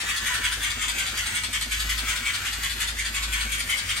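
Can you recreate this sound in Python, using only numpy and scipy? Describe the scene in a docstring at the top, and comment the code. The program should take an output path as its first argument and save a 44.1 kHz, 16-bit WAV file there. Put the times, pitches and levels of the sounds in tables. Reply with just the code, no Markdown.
"""A living room, with a battery toy bird circling on a string near a pair of microphones.
It flaps about five and a half times a second. Plastic gear teeth rattle and rasp through the hollow body
on each power stroke and rattle thinner on each return; the gear whine sags under the load of every beat.
The wings stir the air, and behind the bird a low hum swells and fades in the room."""
import sys
import numpy as np
from scipy import signal
from scipy.fft import rfft, irfft
from scipy.io import wavfile
from scipy.ndimage import uniform_filter1d

SR = 44100
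rng = np.random.default_rng(int(sys.argv[2]) if len(sys.argv) > 2 else 0)


def master(y):
    """Save y as 16-bit WAV."""
    cut = np.clip(np.atleast_2d(y).T, -1, 1)
    pcm = np.round(cut * 32767)  # scale
    wavfile.write(sys.argv[1], SR, pcm.astype(np.int16))


N = 176400
t = np.arange(N) / SR

# Power strokes of the wings. Each row: start in seconds, body rattle in dB, tooth clicks in dB, tooth
# pitch in Hz, its second and third harmonics in dB, hold of the rasp in seconds. Levels are relative.
POWER_STROKES = [(.083,-38.5,-36.5,1200,-28,-36,.02), (.258,-34,-34.5,1125,-26,-35,.035),
                 (.435,-30,-31.5,1100,-29.5,-35.5,0.029), (.625,-35,-33.5,1119,-30.5,-41,.03),
                 (.81,-36,-34,1087,-32.5,-36,0.024), (.98,-39,-33.5,1116,-33.5,-31.5,0.023),
                 (1.169,-38,-34,1090,-30.5,-29.5,0.028), (1.347,-32.5,-34.5,1100,-33,-33,.025),
                 (1.527,-30.5,-32.5,1127,-39,-35.5,0.026), (1.71,-32.5,-34.5,1110,-32.5,-33,.03),
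                 (1.891,-36.5,-32.5,1090,-27,-32,.025), (2.082,-41,-33.5,1116,-34,-29,.025),
                 (2.254,-44,-33.5,1116,-27,-31.5,0.046), (2.45,-32.5,-37,1042,-37,-39,.025),
                 (2.628,-34,-35,1029,-33.5,-58,.035), (2.803,-38,-32,1059,-29.5,-45,0.028),
                 (2.982,-44,-33.5,1073,-30,-35,.015), (3.144,-32,-35,1115,-31.5,-36,0.027),
                 (3.324,-45,-33.5,1104,-27,-32,0.028), (3.516,-36.5,-33.5,1132,-36,-29.5,.03),
                 (3.692,-37.5,-34.5,1104,-27.5,-29.5,0.048), (3.888,-33,-37,1053,-43,-36,.025)]


def undb(db):
    """Decibels to gain."""
    return 10 ** (np.asarray(db) / 20)


def unit(x):
    """Scale to rms 1."""
    return x / np.sqrt(np.mean(x ** 2))


def curve(points, at=t):
    """Straight lines between (position, value) points, read over time by default."""
    return np.interp(at, *np.array(points).T)


def tone(hz):
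    """Sine of rms 1 that follows a moving pitch."""
    return np.sqrt(2) * np.sin(2 * np.pi * np.cumsum(hz) / SR)


def drift(rate_hz):
    """Smooth random drift of rms 1."""
    step = max(int(SR / rate_hz), 1)
    stairs = np.repeat(rng.standard_normal(N // step + 2), step)
    return unit(uniform_filter1d(uniform_filter1d(stairs, step), step)[:N])


def colour(x, points, size=8192):
    """Minimum-phase filter with the given (Hz, dB) response."""
    hz, db = np.array(points, float).T
    response_db = np.interp(np.log(np.fft.rfftfreq(size, 1 / SR) + 1), np.log(hz), db)
    cepstrum = irfft(np.log(undb(response_db)))
    cepstrum[1:size // 2] *= 2
    cepstrum[size // 2 + 1:] = 0
    return signal.fftconvolve(x, irfft(np.exp(rfft(cepstrum))))[:len(x)]


def resonance(x, hz, width_hz):
    """Band-pass with gain 1 at its centre."""
    return signal.lfilter(*signal.iirpeak(hz, hz / width_hz, fs=SR), x)


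def delay(x, lag_s):
    """Delay by a fraction of a sample."""
    return irfft(rfft(x) * np.exp(-2j * np.pi * np.fft.rfftfreq(N, 1 / SR) * lag_s), N)


def wide_noise(spectrum, side_db):
    """Coloured stereo noise; the side level sets its width."""
    mid, side = (unit(colour(rng.standard_normal(N), spectrum)) for _ in range(2))
    return mid + undb(side_db) * side * np.array([[1], [-1]])


def strokes(starts, levels_db, attack_s, hold_s, release_s):
    """Envelope of wing strokes: each is half risen at its start, holds and dies away."""
    envelope = 0
    for start, db in zip(starts, levels_db):
        rise = np.clip((t - start) / attack_s + .5, 0, 1)
        fall = np.exp(-np.maximum(t - start - attack_s / 2 - hold_s, 0) / release_s)
        envelope += undb(db) * rise * fall
    return envelope


def room_hum():
    """In the background, a low swelling hum and a faint higher line over the rumble of the room."""
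    # Swell of the hum and of the rumble. Each row: time in seconds, level in dB.
    hum_level = [(0.0, -61), (0.1, -48), (0.24, -48), (0.41, -41), (1.27, -43), (1.31, -48), (1.86, -32),
                 (2.06, -35.5), (2.34, -47.5), (2.61, -38.5), (3.12, -38), (3.31, -32.5), (3.48, -34.5),
                 (3.81, -47.5), (3.9, -40.5), (4.0, -46)]
    rumble_level = [(0.0, -49), (0.03, -45), (0.36, -44.5), (0.4, -47), (0.5, -46), (0.6, -45),
                    (0.65, -44.5), (3.93, -46.5), (4.0, -43)]
    # Colour of the rumble. Each row: frequency in Hz, gain in dB.
    rumble_spectrum = [(20, -21), (36, -10), (50, 2.5), (65, -4), (82, 3), (106, 2), (125, -14), (160, -6),
                       (190, -11.5), (228, -10.5), (300, -16), (400, -18), (600, -26), (3000, -51.5)]
    hum_hz, line_hz = 53.1, 251.6
    hum = tone(hum_hz + .56 * drift(4.46)) * undb(curve(hum_level))
    rumble = wide_noise(rumble_spectrum, side_db=-13.5) * undb(curve(rumble_level))
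    faint_line = undb(-62) * tone(line_hz + 1.09 * drift(6.03))
    return hum + faint_line + rumble


def shell_and_room(x, size=12288):
    """The shell smears each knock and the room adds a short tail; both change as the bird flies on."""
    # Room sound at the microphones. Each row: frequency in Hz, level against the direct sound in dB.
    tail_spectrum = [(200, -6), (600, 5.5), (1500, 6), (3000, 6), (5000, 6), (7000, 6), (8500, 2.5),
                     (12000, -6.5)]
    # Balance of the microphones. Each row: frequency in Hz, left minus right in dB.
    balance = [(200, 1.5), (900, 0), (2200, 1), (3300, 2), (4500, 5.5), (6000, 7.5), (7200, 5), (8300, 0),
               (16000, 0)]
    t60_s, spacing_s, smear_s, smear_db = .18, .19, .002, 6
    unit_energy = lambda v: v / np.linalg.norm(v, axis=-1, keepdims=True)
    age = t[:size]
    decay = undb(-60 * age / t60_s)
    paths = np.zeros((3, N + size))
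    # Each place on the circle has its own random echoes and crossfades into the next.
    for centre in np.arange(0, t[-1] + spacing_s, spacing_s):
        first, last = max(int((centre - spacing_s) * SR), 0), min(int((centre + spacing_s) * SR), N)
        part = x[first:last] * np.cos(np.pi / 2 * (t[first:last] - centre) / spacing_s)
        noise = rng.standard_normal((3, size))
        smear = (age == 0) + undb(smear_db) * unit_energy(noise[2] * np.exp(-age / smear_s))
        heard = signal.fftconvolve(part[None], np.vstack([noise[:2] * decay, smear]), axes=1)
        paths[:, first:last + size - 1] += np.linalg.norm(part) * unit_energy(heard)
    left_tail, right_tail, direct = paths[:, :N]
    offset_tail_gain = [(hz, -10 * np.log10(1 + undb(db) ** 2 / 2)) for hz, db in tail_spectrum]
    channels = []
    for tail, sign in ((left_tail, 1), (right_tail, -1)):
        blend = colour(direct + colour(tail, tail_spectrum), offset_tail_gain)
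        channels.append(colour(blend, [(hz, sign * db / 2) for hz, db in balance]))
    return np.array(channels)


def wings():
    """The wings push a soft puff of air and a low thump late in every beat."""
    # Flaps. Each row: start in seconds, puff in dB, thump in dB.
    flaps = [(.03,-46,-65), (.218,-45.5,-48), (.39,-41.5,-54), (0.571,-44,-52), (.765,-46.5,-50),
             (.948,-47,-51), (1.128,-43,-51), (1.315,-52,-48), (1.485,-46.5,-46.5), (1.657,-45,-44),
             (1.848,-48,-47), (2.023,-43,-43.5), (2.202,-50.5,-47), (2.388,-50,-55), (2.579,-50,-58),
             (2.755,-46.5,-52), (2.926,-46,-50), (3.1,-45.5,-46), (3.272,-47,-47), (3.452,-45,-43.5),
             (3.642,-50,-49), (3.829,-48,-55)]
    # Colour of the stirred air. Each row: frequency in Hz, gain in dB.
    air_spectrum = [(100, -10.5), (230, -10), (310, -4.5), (400, -7), (520, -12.5), (750, -9.5),
                    (1500, -24.5), (4000, -48)]
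    starts, air_db, thump_db = np.array(flaps).T
    thump_hz, shape = 235.2, dict(attack_s=.022, hold_s=.001, release_s=.02)
    air = wide_noise(air_spectrum, side_db=-4) * strokes(starts, air_db, **shape)
    thump = tone(thump_hz * (1 + .05 * drift(60))) * strokes(starts, thump_db, **shape)
    return air + thump


def ringing_parts(drive):
    """Two lightly damped parts of the mechanism keep ringing from stroke to stroke."""
    # Their resonances. Each row: frequency in Hz, width in Hz, level in dB.
    modes = [(1940, 7.9, -50.5), (2224, 9.9, -49.5)]
    return sum(undb(db) * unit(resonance(drive, hz, width)) for hz, width, db in modes)


def gear_squeals():
    """The gear train gives brief wavering squeals as the bird passes close to the microphones."""
    # Squeals. Each row: peak time in seconds, pitch in Hz, relative level in dB.
    squeals = [(0.303, 990, -40), (.445, 1197, -37), (0.474, 985, -47)]
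    sigma_s = .0099
    waver = 1 + .0059 * drift(60)
    return sum(undb(db) * np.exp(-.5 * ((t - peak) / sigma_s) ** 2) * tone(hz * waver)
               for peak, hz, db in squeals)


def tooth_rasp():
    """Under load the teeth sing on their second and third harmonics, rough and sagging in pitch."""
    sag_per_s = 2.2  # share of the pitch
    jitter = 1 + .06 * drift(900)
    rasp = 0
    for start, _, _, hz, second_db, third_db, hold_s in POWER_STROKES:
        pitch = hz * jitter * (1 - sag_per_s * np.clip(t - start - hold_s / 2, -.1, .1))
        harmonics = undb(second_db) * tone(2 * pitch) + undb(third_db) * tone(3 * pitch)
        rasp += harmonics * strokes([start], [0], attack_s=.0089, hold_s=hold_s, release_s=.012)
    roughness = unit(1 + .68 * drift(1100))
    return rasp * roughness


def crank_phase():
    """Position of the wing crank, 0-1 from one power stroke to the next."""
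    starts = np.array(POWER_STROKES)[:, 0]
    period = np.mean(np.diff(starts))
    starts = np.r_[starts[0] - period, starts, starts[-1] + period]
    return np.interp(t, starts, np.arange(len(starts))) % 1


def teeth(hz, jitter, scatter_db, count=8000):
    """One click per passing tooth, uneven in strength and in time (jitter is in tooth spacings)."""
    timing, force = rng.standard_normal((count, 2)).T
    teeth_passed = np.cumsum(hz) / SR
    at = np.interp(np.arange(count) + jitter * timing, teeth_passed, np.arange(N), left=-1, right=-1)
    strength = undb(scatter_db * np.clip(force, -2, 2))
    clicks = np.bincount(np.round(at[at >= 0]).astype(int), strength[at >= 0], N)
    return clicks - uniform_filter1d(clicks, 441)  # takes out the steady offset


def gears():
    """Meshing teeth whine and loose teeth knock in the plastic shell, hardest when the wings load them."""
    # Gear speed through one beat. 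Each row: share of the beat, tooth mesh rate in Hz.
    mesh_speed = [(0, 1242), (.22, 1019), (.4, 979.5), (.6, 853.7), (.76, 699), (1, 1235)]
    # Return strokes. Each row: start in seconds, relative level in dB.
    return_strokes = [(0.0, -32), (0.162, -29.5), (0.337, -28.5), (0.516, -30.5), (0.697, -31),
                      (0.88, -29.5), (1.062, -31), (1.257, -31), (1.432, -29), (1.609, -29.5),
                      (1.794, -30.5), (1.974, -31), (2.158, -30.5), (2.335, -29.5), (2.522, -31),
                      (2.696, -32.5), (2.871, -31), (3.046, -30), (3.223, -30.5), (3.402, -31),
                      (3.591, -29), (3.771, -30), (3.961, -30.5)]
    # Swell of the running gears. Each row: time in seconds, relative level in dB.
    running_level = [(0, -32.5), (.35, -34.5), (.6, -36), (1.1, -33.5), (1.35, -36), (1.5, -40.5),
                     (1.7, -39), (2.05, -33.5), (2.4, -36), (2.95, -36.5), (3.12, -38.5), (3.45, -35),
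                     (4, -36.5)]
    # Colours of the hollow body, tooth clicks, return rattle, running gearbox and small whirring gears.
    # Each row: frequency in Hz, gain in dB.
    body_spectrum = [(300, -62), (750, -23), (1100, -6.5), (1700, -5), (2230, -3.5), (2700, -1),
                     (3300, 1.5), (4100, -16), (8000, -13.5), (16000, -65)]
    click_spectrum = [(500, -43), (2000, 4.5), (4000, 1), (5300, 0.5), (6500, 5.5), (7800, 3), (8650, 1),
                      (11300, 1), (16000, -18)]
    return_spectrum = [(400, -20), (1200, 1), (2200, 4), (2800, 3), (3450, 8.5), (3900, 4), (4500, 3.5),
                       (5400, -1.5), (6700, -2), (8650, -1.5), (11300, -6), (16000, -25)]
    gearbox_spectrum = [(250, -17), (650, -16.5), (1000, -7.5), (1500, 2), (2050, -1.5), (2700, -0.5),
                        (3300, -3), (5200, -18), (6500, -7.5), (8650, -12.5), (11300, -29), (16000, -19.5)]
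    whirr_spectrum = [(1500, -20.5), (3800, 1), (5200, 2.5), (8800, -9), (12000, 1.5), (16000, -26)]
    # Ringing of the shell. Each row: frequency in Hz, width in Hz, gain added over the broad rattle.
    shell_modes = [(1944, 195, 0.49), (2240, 123, 0.78), (3516, 810, 0.34), (4560, 410, 0.58),
                   (7130, 160, 0.32), (8610, 1000, 1)]

    mesh_hz = curve(mesh_speed, crank_phase()) * (1 + .035 * drift(14))
    knock_hz = 700 * mesh_hz / mesh_hz.mean()
    meshing = teeth(mesh_hz, jitter=.041, scatter_db=.5)
    whine = lambda spectrum: unit(colour(meshing, spectrum))
    rattle = lambda spectrum: unit(colour(teeth(knock_hz, jitter=.4, scatter_db=3), spectrum))

    starts, body_db, click_db, *_ = np.array(POWER_STROKES).T
    body = unit(rattle(body_spectrum) + undb(-10) * whine(body_spectrum))
    body *= strokes(starts, body_db, attack_s=.016, hold_s=.024, release_s=.016)
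    clicks = rattle(click_spectrum)
    clicks *= strokes(starts, click_db, attack_s=.009, hold_s=.015, release_s=.016)
    returns = rattle(return_spectrum)
    returns *= strokes(*np.array(return_strokes).T, attack_s=.007, hold_s=.014, release_s=.012)
    running = unit(rattle(gearbox_spectrum) + undb(-10.5) * whine(gearbox_spectrum))
    whirr = undb(-44) * rattle(whirr_spectrum)
    flicker_db = 1.74 * drift(34.73)
    running *= undb(curve(running_level) + flicker_db)
    mechanism = body + clicks + returns + whirr + running
    return mechanism + sum(gain * resonance(mechanism, hz, width) for hz, width, gain in shell_modes)


def scene():
    """The bird in the room, a little left of the microphones, over the hum."""
    rasp = tooth_rasp()
    mechanism = gears() + undb(-5) * rasp + gear_squeals()
    direct_rasp = undb(-8) * rasp
    left, right = shell_and_room(mechanism) + direct_rasp
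    bird = np.array([left, delay(right, lag_s=1.5e-5)])  # reaches the left microphone first
    return bird + ringing_parts(bird) + wings() + room_hum()


def record(dry):
    """The recorder cuts the treble steeply above 15.8 kHz."""
    return signal.sosfilt(signal.ellip(10, .2, 80, 15800, fs=SR, output="sos"), dry)


dry = scene()
out = record(dry)
master(out)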